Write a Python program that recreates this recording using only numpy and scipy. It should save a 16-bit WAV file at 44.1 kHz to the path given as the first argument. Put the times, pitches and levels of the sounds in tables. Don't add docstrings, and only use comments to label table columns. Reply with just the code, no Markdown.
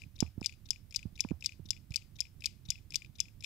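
import sys
import numpy as np
from scipy import signal
from scipy.fft import rfft, irfft
from scipy.io import wavfile
from scipy.ndimage import map_coordinates

SR = 44100
rng = np.random.default_rng(int(sys.argv[2]) if len(sys.argv) > 2 else 0)


def persist_wave(psi):
    counts = np.round(np.clip(psi, -1, 1) * 32767).astype(np.int16)
    wavfile.write(sys.argv[1], SR, np.atleast_2d(counts).T)


def makeup_ratio(level_db):
    decades = np.asarray(level_db, float) / 20
    return 10 ** decades


N = 152145
SLIP_RISE_S = 0.00071

# frequency in Hz, level in dB.
JANGLE = [(2000, 0), (5000, 0), (7800, -8), (8800, -12), (12000, -17), (15700, -25)]


def unit(x):
    return x / np.sqrt(np.mean(x ** 2) + 1e-20)


def along(points, hz):
    f, v = np.transpose(points)
    return np.interp(np.log(hz + 1), np.log(f + 1), v)


def wobble(rate_hz):
    knots = rng.standard_normal(int(N * rate_hz / SR) + 4)
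    return map_coordinates(knots, [np.arange(N) * rate_hz / SR])


def noise(spectrum, size, channels=1):
    hz = np.fft.rfftfreq(size, 1 / SR)
    inside = (hz >= spectrum[0][0]) * (hz <= spectrum[-1][0])
    gain = makeup_ratio(along(spectrum, hz)) * inside
    white = rng.standard_normal((channels, size))
    return unit(irfft(rfft(white) * gain, size))


def add(track, s, sound):
    at = round(s * SR)
    part = track[max(at, 0):][:len(sound) + min(at, 0)]
    part += sound[max(-at, 0):][:len(part)]


def rumble():
    # frequency in Hz, density in dB per Hz.
    hand_spectrum = [(8.8, -43), (15, -3), (60, -0.5), (92, 4.5), (380, -23), (425, -30.5), (700, -40),
                     (910, -58), (1540, -120)]
    lumps = makeup_ratio(1.5 * wobble(21.937))
    held = unit(lumps * noise(hand_spectrum, N)) * makeup_ratio([[-12], [0]])
    separate = noise(hand_spectrum, N, channels=2) * makeup_ratio([[-6], [0]])
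    return makeup_ratio(-53) * (held + makeup_ratio(-10.5) * separate)


def hiss():
    # frequency in Hz, density in dB per Hz.
    hiss_spectrum = [(290, -48), (500, -5.5), (700, -8.5), (2250, -10.5), (7030, -15), (13300, -12),
                     (14200, -8.5), (15700, -14)]
    correlation = 0.2
    a, b = noise(hiss_spectrum, N, channels=2)
    turn = np.arccos(correlation) / 2
    shared, opposed = np.cos(turn) * a, np.sin(turn) * b
    return makeup_ratio(-74) * np.array([shared + opposed, shared - opposed])


def blow(modes, rise_s, spread_db, turns, size=2048):
    t = np.arange(size) / SR
    hz, width_hz, db = np.transpose(modes)[:, :, None]
    level_chance, phase_chance = rng.standard_normal((2, len(modes), 1))
    swell = np.sin(np.pi / 2 * np.clip(t / rise_s, 0, 1)) ** 2
    decay = np.exp(-np.pi * width_hz * np.maximum(t - rise_s, 0))
    wave = np.cos(2 * np.pi * (hz * (t - rise_s) + turns * phase_chance))
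    gain = makeup_ratio(db + spread_db * level_chance) * np.sqrt(width_hz / 100)
    return -swell * np.sum(gain * decay * wave, axis=0)


def burst(spectrum, db, t60_s, rise_s, size):
    t = np.arange(size) / SR
    return makeup_ratio(db - 60 * t / t60_s) * noise(spectrum, size)[0] * np.clip(t / rise_s, 0, 1)


def locks():
    # start in seconds, peak in dB.
    lock_events = [(-.0415, -14), (0.2043, -16.5), (0.4596, -15.5), (0.7054, -17), (0.96, -15.5),
                   (1.205, -16.5), (1.4594, -15), (1.7054, -17), (1.9587, -14.5), (2.2042, -18),
                   (2.4573, -14), (2.7033, -15), (2.9562, -14.5), (3.2024, -16.5)]
    rebound_ms = [5, 4.1, 5.5, 4.3, 4.6, 4.1, 4.5, 3.9, 5.5, 5, 5.2, 3.7, 5.8, 4.5]
    rebound_db = [-11, -7.5]
    # frequency in Hz, width in Hz, level in dB.
    tick_lock = [(3277, 90, -17), (5052, 80, 0), (5188, 183, 3), (6047, 360, -3), (6320, 100, -18),
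                 (7156, 330, -5), (7660, 150, -18), (10220, 660, -15.5)]
    tock_lock = [(2880, 110, -28.5), (3680, 190, -13.5), (4840, 160, 0.5), (5320, 220, -6), (5980, 240, -9),
                 (6610, 120, -12), (7700, 220, -15), (10070, 310, -23.5)]
    tick_plates = [(3015, 65, -26), (3474, 65, -20), (3903, 71, -22), (4830, 34, -21), (5640, 120, -18),
                   (6900, 65, -25.5), (7900, 80, -28.5), (12960, 200, -31.5)]
    tock_plates = [(2910, 18, -30.5), (3492, 35, -27.5), (4020, 77, -16), (4670, 30, -21.5),
                   (5800, 90, -18.5), (6920, 130, -18.5), (8240, 70, -26), (12680, 370, -34)]
    tick_ring = [(2918, 11, -41), (3424, 14, -35), (4900, 14, -31), (5120, 11, -31), (5300, 10, -31),
                 (5520, 11, -33), (6977, 10, -42), (7413, 12, -43)]
    tock_ring = [(4870, 7.7, -37.5), (5250, 14, -36), (5512, 10.28, -43), (6000, 17, -46),
                 (6300, 10, -44.5), (7400, 10, -46)]
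    # frequency in Hz, level in dB.
    crack_spectrum = [(1500, -72), (2500, -18), (4000, -10.5), (6000, -12), (9500, -24), (14000, -26),
                      (16400, -53.5)]
    tock = tock_lock, tock_plates, tock_ring
    tick = tick_lock, tick_plates, tick_ring
    x = np.zeros(N)
    for k, ((s, db), after_ms) in enumerate(zip(lock_events, rebound_ms)):
        body, plates, ring = [tock, tick][k % 2]
        for late_s, loss_db in (0, 0), (after_ms / 1000, rebound_db[1 - k % 2]):
            crack = burst(crack_spectrum, -4, 0.017, SLIP_RISE_S, size=2048)
            hit = blow(body, 0.001097, 0.53, 0.12) + crack
            add(x, s + late_s, makeup_ratio(db - 5.5 + loss_db) * hit)
        add(x, s, makeup_ratio(db) * blow(plates, .002, 1.6, 1, size=4096))
        detune = 1 + [.016, 0, 0] * rng.standard_normal((3 * len(ring), 1))
        cluster = np.tile(ring, (3, 1)) * detune
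        ringing = blow(cluster, .004, 1.8, 0.95, size=11000)
        jangle = burst(JANGLE, -39.5, 0.32, 0.0034, size=11000)
        add(x, s, makeup_ratio(db) * (ringing + jangle))
    return x


def room(x):
    # frequency in Hz, T60 in seconds.
    room_t60 = [(2000, 0.6), (5000, 0.29), (12000, 0.23)]
    room_db = [-29, -41]
    wet, step = np.zeros((2, N + SR)), SR // 4
    for start in range(-SR // 8, N, step):
        hz, t, z = signal.stft(rng.standard_normal((2, SR // 3)), SR, nperseg=256)
        decay = makeup_ratio(-60 * t / along(room_t60, hz)[:, None])
        tail = signal.istft(z * decay, SR, nperseg=256)[1]
        tail = tail / np.linalg.norm(tail[0])
        part = signal.fftconvolve(x[None, max(start, 0):start + step], tail, axes=1)
        wet[:, max(start, 0) + 130:][:, :part.shape[1]] += part
    return wet[:, :N] * makeup_ratio(room_db)[:, None]


def nudge(body, rise_s):
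    hz, width_hz, db = np.transpose(body)
    moved = np.transpose([hz * (1 + 0.015 * rng.standard_normal(len(hz))), width_hz, db])
    grit = burst(JANGLE, -18.5, 0.044, rise_s, size=1024)
    return blow(moved, rise_s, 2.44, 0.96, size=1024) / 2 + grit


def loose_part():
    # start in seconds, peak in
    # dB.
    knocks = [(0.1807, -49.5), (0.202, -34.5), (0.2283, -37.5), (0.263, -46), (0.2745, -49.5),
              (0.6882, -41), (0.7309, -39.5), (0.759, -44.5), (1.1768, -42), (1.19, -51.5),
              (1.1947, -33.5), (1.2393, -36.5), (1.287, -38.5), (1.298, -42), (1.3067, -43),
              (1.7308, -39.5), (1.7649, -43), (1.7738, -49.5), (2.19, -43), (2.1937, -38.5),
              (2.2203, -39), (2.2525, -42), (2.2676, -50.5), (2.7196, -36.5), (2.755, -41.5),
              (2.778, -47.5), (3.1867, -47.5), (3.1929, -35), (3.2547, -45.5), (3.2829, -44.5),
              (0.0182, -37.5), (0.0364, -44.5), (0.4275, -35), (0.4437, -28.5), (0.4519, -34.5),
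                   (0.4936, -34.5), (0.5237, -39), (0.5373, -46), (0.9239, -37.5), (0.9458, -29.5),
                   (0.991, -36), (1.0285, -38.5), (1.4237, -33.5), (1.4439, -29.5), (1.492, -37),
                   (1.521, -40), (1.9196, -36.5), (1.942, -27.5), (1.975, -39), (2.421, -37.5),
                   (2.4429, -27), (2.4711, -36), (2.9214, -33), (2.943, -28.5), (3.02, -37), (3.0462, -41),
                   (3.0601, -44), (3.424, -37.5), (3.4363, -48), (3.4438, -30.5),
              (1.532, -47),
        (2.0165, -50),
        (2.021, -46),
        (2.5065, -51),
        (2.681, -54),
        (2.6985, -43),
        (2.785, -51),
        (3.212, -38),
    ]
    # frequency in Hz, width in Hz, level in dB.
    loose_modes = [(2483, 169, 1), (2850, 200, -13), (3500, 250, -17), (5080, 200, -14), (6950, 350, -14.5)]
    x = np.zeros(N)
    for s, db in knocks:
        add(x, s, makeup_ratio(db + 1.5) * nudge(loose_modes, 0.00157))
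    return x


def fingers():
    # start in seconds, level in dB, pitch in Hz, snap in dB.
    pulls = [
        (.2248, -13.5, 315, -5.5),
        (.4148, -27, 330, -3),
        (1.2478, -27, 370, -1),
        (1.3132, -20, 370, -14),
        (1.3163, -23, 250, -25),
        (1.2512, -28, 270, -30),
        (.3815, -32, 150, -40),
        (1.7045, -38.5, 131, -38.5),
        (1.5985, -33.5, 217, -25),
    ]
    pushes = [(0.378, -25, 263, -23.5), (1.054, -24.5, 227, -29), (1.3078, -24.5, 275, -39),
              (1.5955, -37, 328, -16), (1.905, -28.5, 151, -35), (2.687, -31.5, 158, -25.5),
              (1.0625, -29.5, 146, -38), (1.1255, -41.5, 200, -35), (1.6545, -41, 260, -30),
              (.062, -43, 233, -37), (3.093, -40.5, 165, -35)]
    # frequency in Hz, level in dB.
    skin_spectrum = [(300, -9), (600, 0.5), (1000, -5.5), (1800, -18)]
    sag = 0.58
    x, t = np.zeros(N), np.arange(SR // 4) / SR
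    for k, (s, db, hz, snap_db) in enumerate([*pulls, *pushes]):
        cycles = np.log1p(sag * hz * t) / sag
        bell = np.exp(-((cycles - 3 / 4) / 0.5) ** 2)
        push = bell * np.sin(2 * np.pi * cycles) * np.clip(4 * cycles, 0, 1)
        turn = 2 * np.pi * 2.516 * hz * t
        snap = makeup_ratio(snap_db - 60 * t / 0.0095) * (np.sin(turn) + 0.24 * np.sin(1.78 * turn))
        snap *= 1 - np.exp(-(turn / 4.14) ** 2)
        shell = makeup_ratio(-6 - 60 * t / 0.13) * np.sin(2 * np.pi * 78.6 * t)
        shell *= 1 - np.exp(-(t / 0.027) ** 2)
        rub = burst(skin_spectrum, -40.5, 0.17, .005, size=len(t))
        sign = -1 if k < len(pulls) else 1
        add(x, s, sign * makeup_ratio(db) * (push + snap + shell + rub))
    return x


def slips(track, events, bodies, lengths_s, gain_db, fades_db, count):
    for k, (s, peak_db) in enumerate(events):
        kind = k % len(bodies)
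        for n, (late, size) in enumerate(rng.standard_normal((count, 2))):
            later = n > 0
            u = max(n + 0.3 * late, 0) / count * later
            db = peak_db + gain_db - fades_db[kind] * u + 2.5 * size * later
            add(track, s + u * lengths_s[kind], makeup_ratio(db) * nudge(bodies[kind], SLIP_RISE_S))


def unlocks():
    # start in seconds, peak in dB.
    unlock_events = [(0.1568, -53.5), (0.411, -44.5), (0.6558, -52), (0.9088, -45), (1.155, -50.5),
                     (1.4078, -44.5), (1.6557, -52), (1.9067, -44), (2.156, -52.5), (2.4061, -44),
                     (2.6528, -51.5), (2.9055, -40.5), (3.1537, -51), (3.4067, -44.5)]
    # frequency in Hz, width in Hz, level in dB.
    tick_unlock = [(3760, 200, 0), (4150, 200.4, -7), (5070, 200, -9.5), (5700, 180, -0.5),
                   (6860, 250, -14.5), (11100, 400, -18.5)]
    tock_unlock = [(3870, 290, -9), (5100, 300, -5), (5330, 300, 0.5), (7600, 350, -11),
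                   (10500, 607, -15.5)]
    unlock_s = [.011, .006]
    unlock_fade_db = [3, 14]
    x = np.zeros(N)
    slips(x, unlock_events, [tick_unlock, tock_unlock], unlock_s, 2.5, unlock_fade_db, count=5)
    return x


def scrapes():
    # start in seconds, peak in dB.
    scrape_events = [
        (0.189, -45),
        (0.6882, -45),
        (1.1891, -45.5),
        (1.6877, -41.5),
        (2.1871, -42.5),
        (2.6868, -41),
        (3.1849, -44),
    ]
    catch_events = [(.4384, -39.5), (0.442, -35.5), (.4444, -37), (0.4464, -30), (0.9418, -36),
                    (0.9467, -32.5), (0.9507, -38), (1.4401, -35), (1.4446, -32.5), (1.4464, -37),
                    (1.45, -33), (1.9394, -35), (1.9423, -33), (1.947, -51), (2.4387, -32.5), (2.4435, -37),
                    (2.4433, -35.5), (2.9382, -33), (2.9432, -30.5), (2.9443, -36.5), (2.9466, -32),
                    (2.9511, -46.5), (3.4376, -35.5), (3.4408, -34), (3.4446, -30.5), (3.4474, -34)]
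    # frequency in Hz, width in Hz, level in dB.
    tick_scrape = [(3650, 200, 3.5), (4900, 250, -4), (5960, 240, -9.5), (6890, 250, -11.5),
                   (7530, 300, -16.5), (10700, 400, -17.5)]
    tock_scrape = [(3600, 360, -5.5), (5090, 150, -4), (5320, 190, -3), (7250, 400, -8),
                   (11240, 200, -17.5)]
    scrape_s = [.01]
    catch_s = [.003]
    x = np.zeros(N)
    slips(x, scrape_events, [tick_scrape], scrape_s, 0, [15.5], count=6)
    slips(x, catch_events, [tock_scrape], catch_s, 0.5, [12], count=2)
    return x


def scene():
    watch = locks() + loose_part() + unlocks() + scrapes()
    near_watch = watch * makeup_ratio([[0], [-18.5]])
    near_hand = fingers() * makeup_ratio([[-16], [0]])
    return near_watch + room(watch) + near_hand + rumble() + hiss()


def roll_off(x):
    return signal.sosfilt(signal.butter(12, 16550, fs=SR, output="sos"), x)


def record(dry):
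    return roll_off(dry)


dry = scene()
out = record(dry)
persist_wave(out)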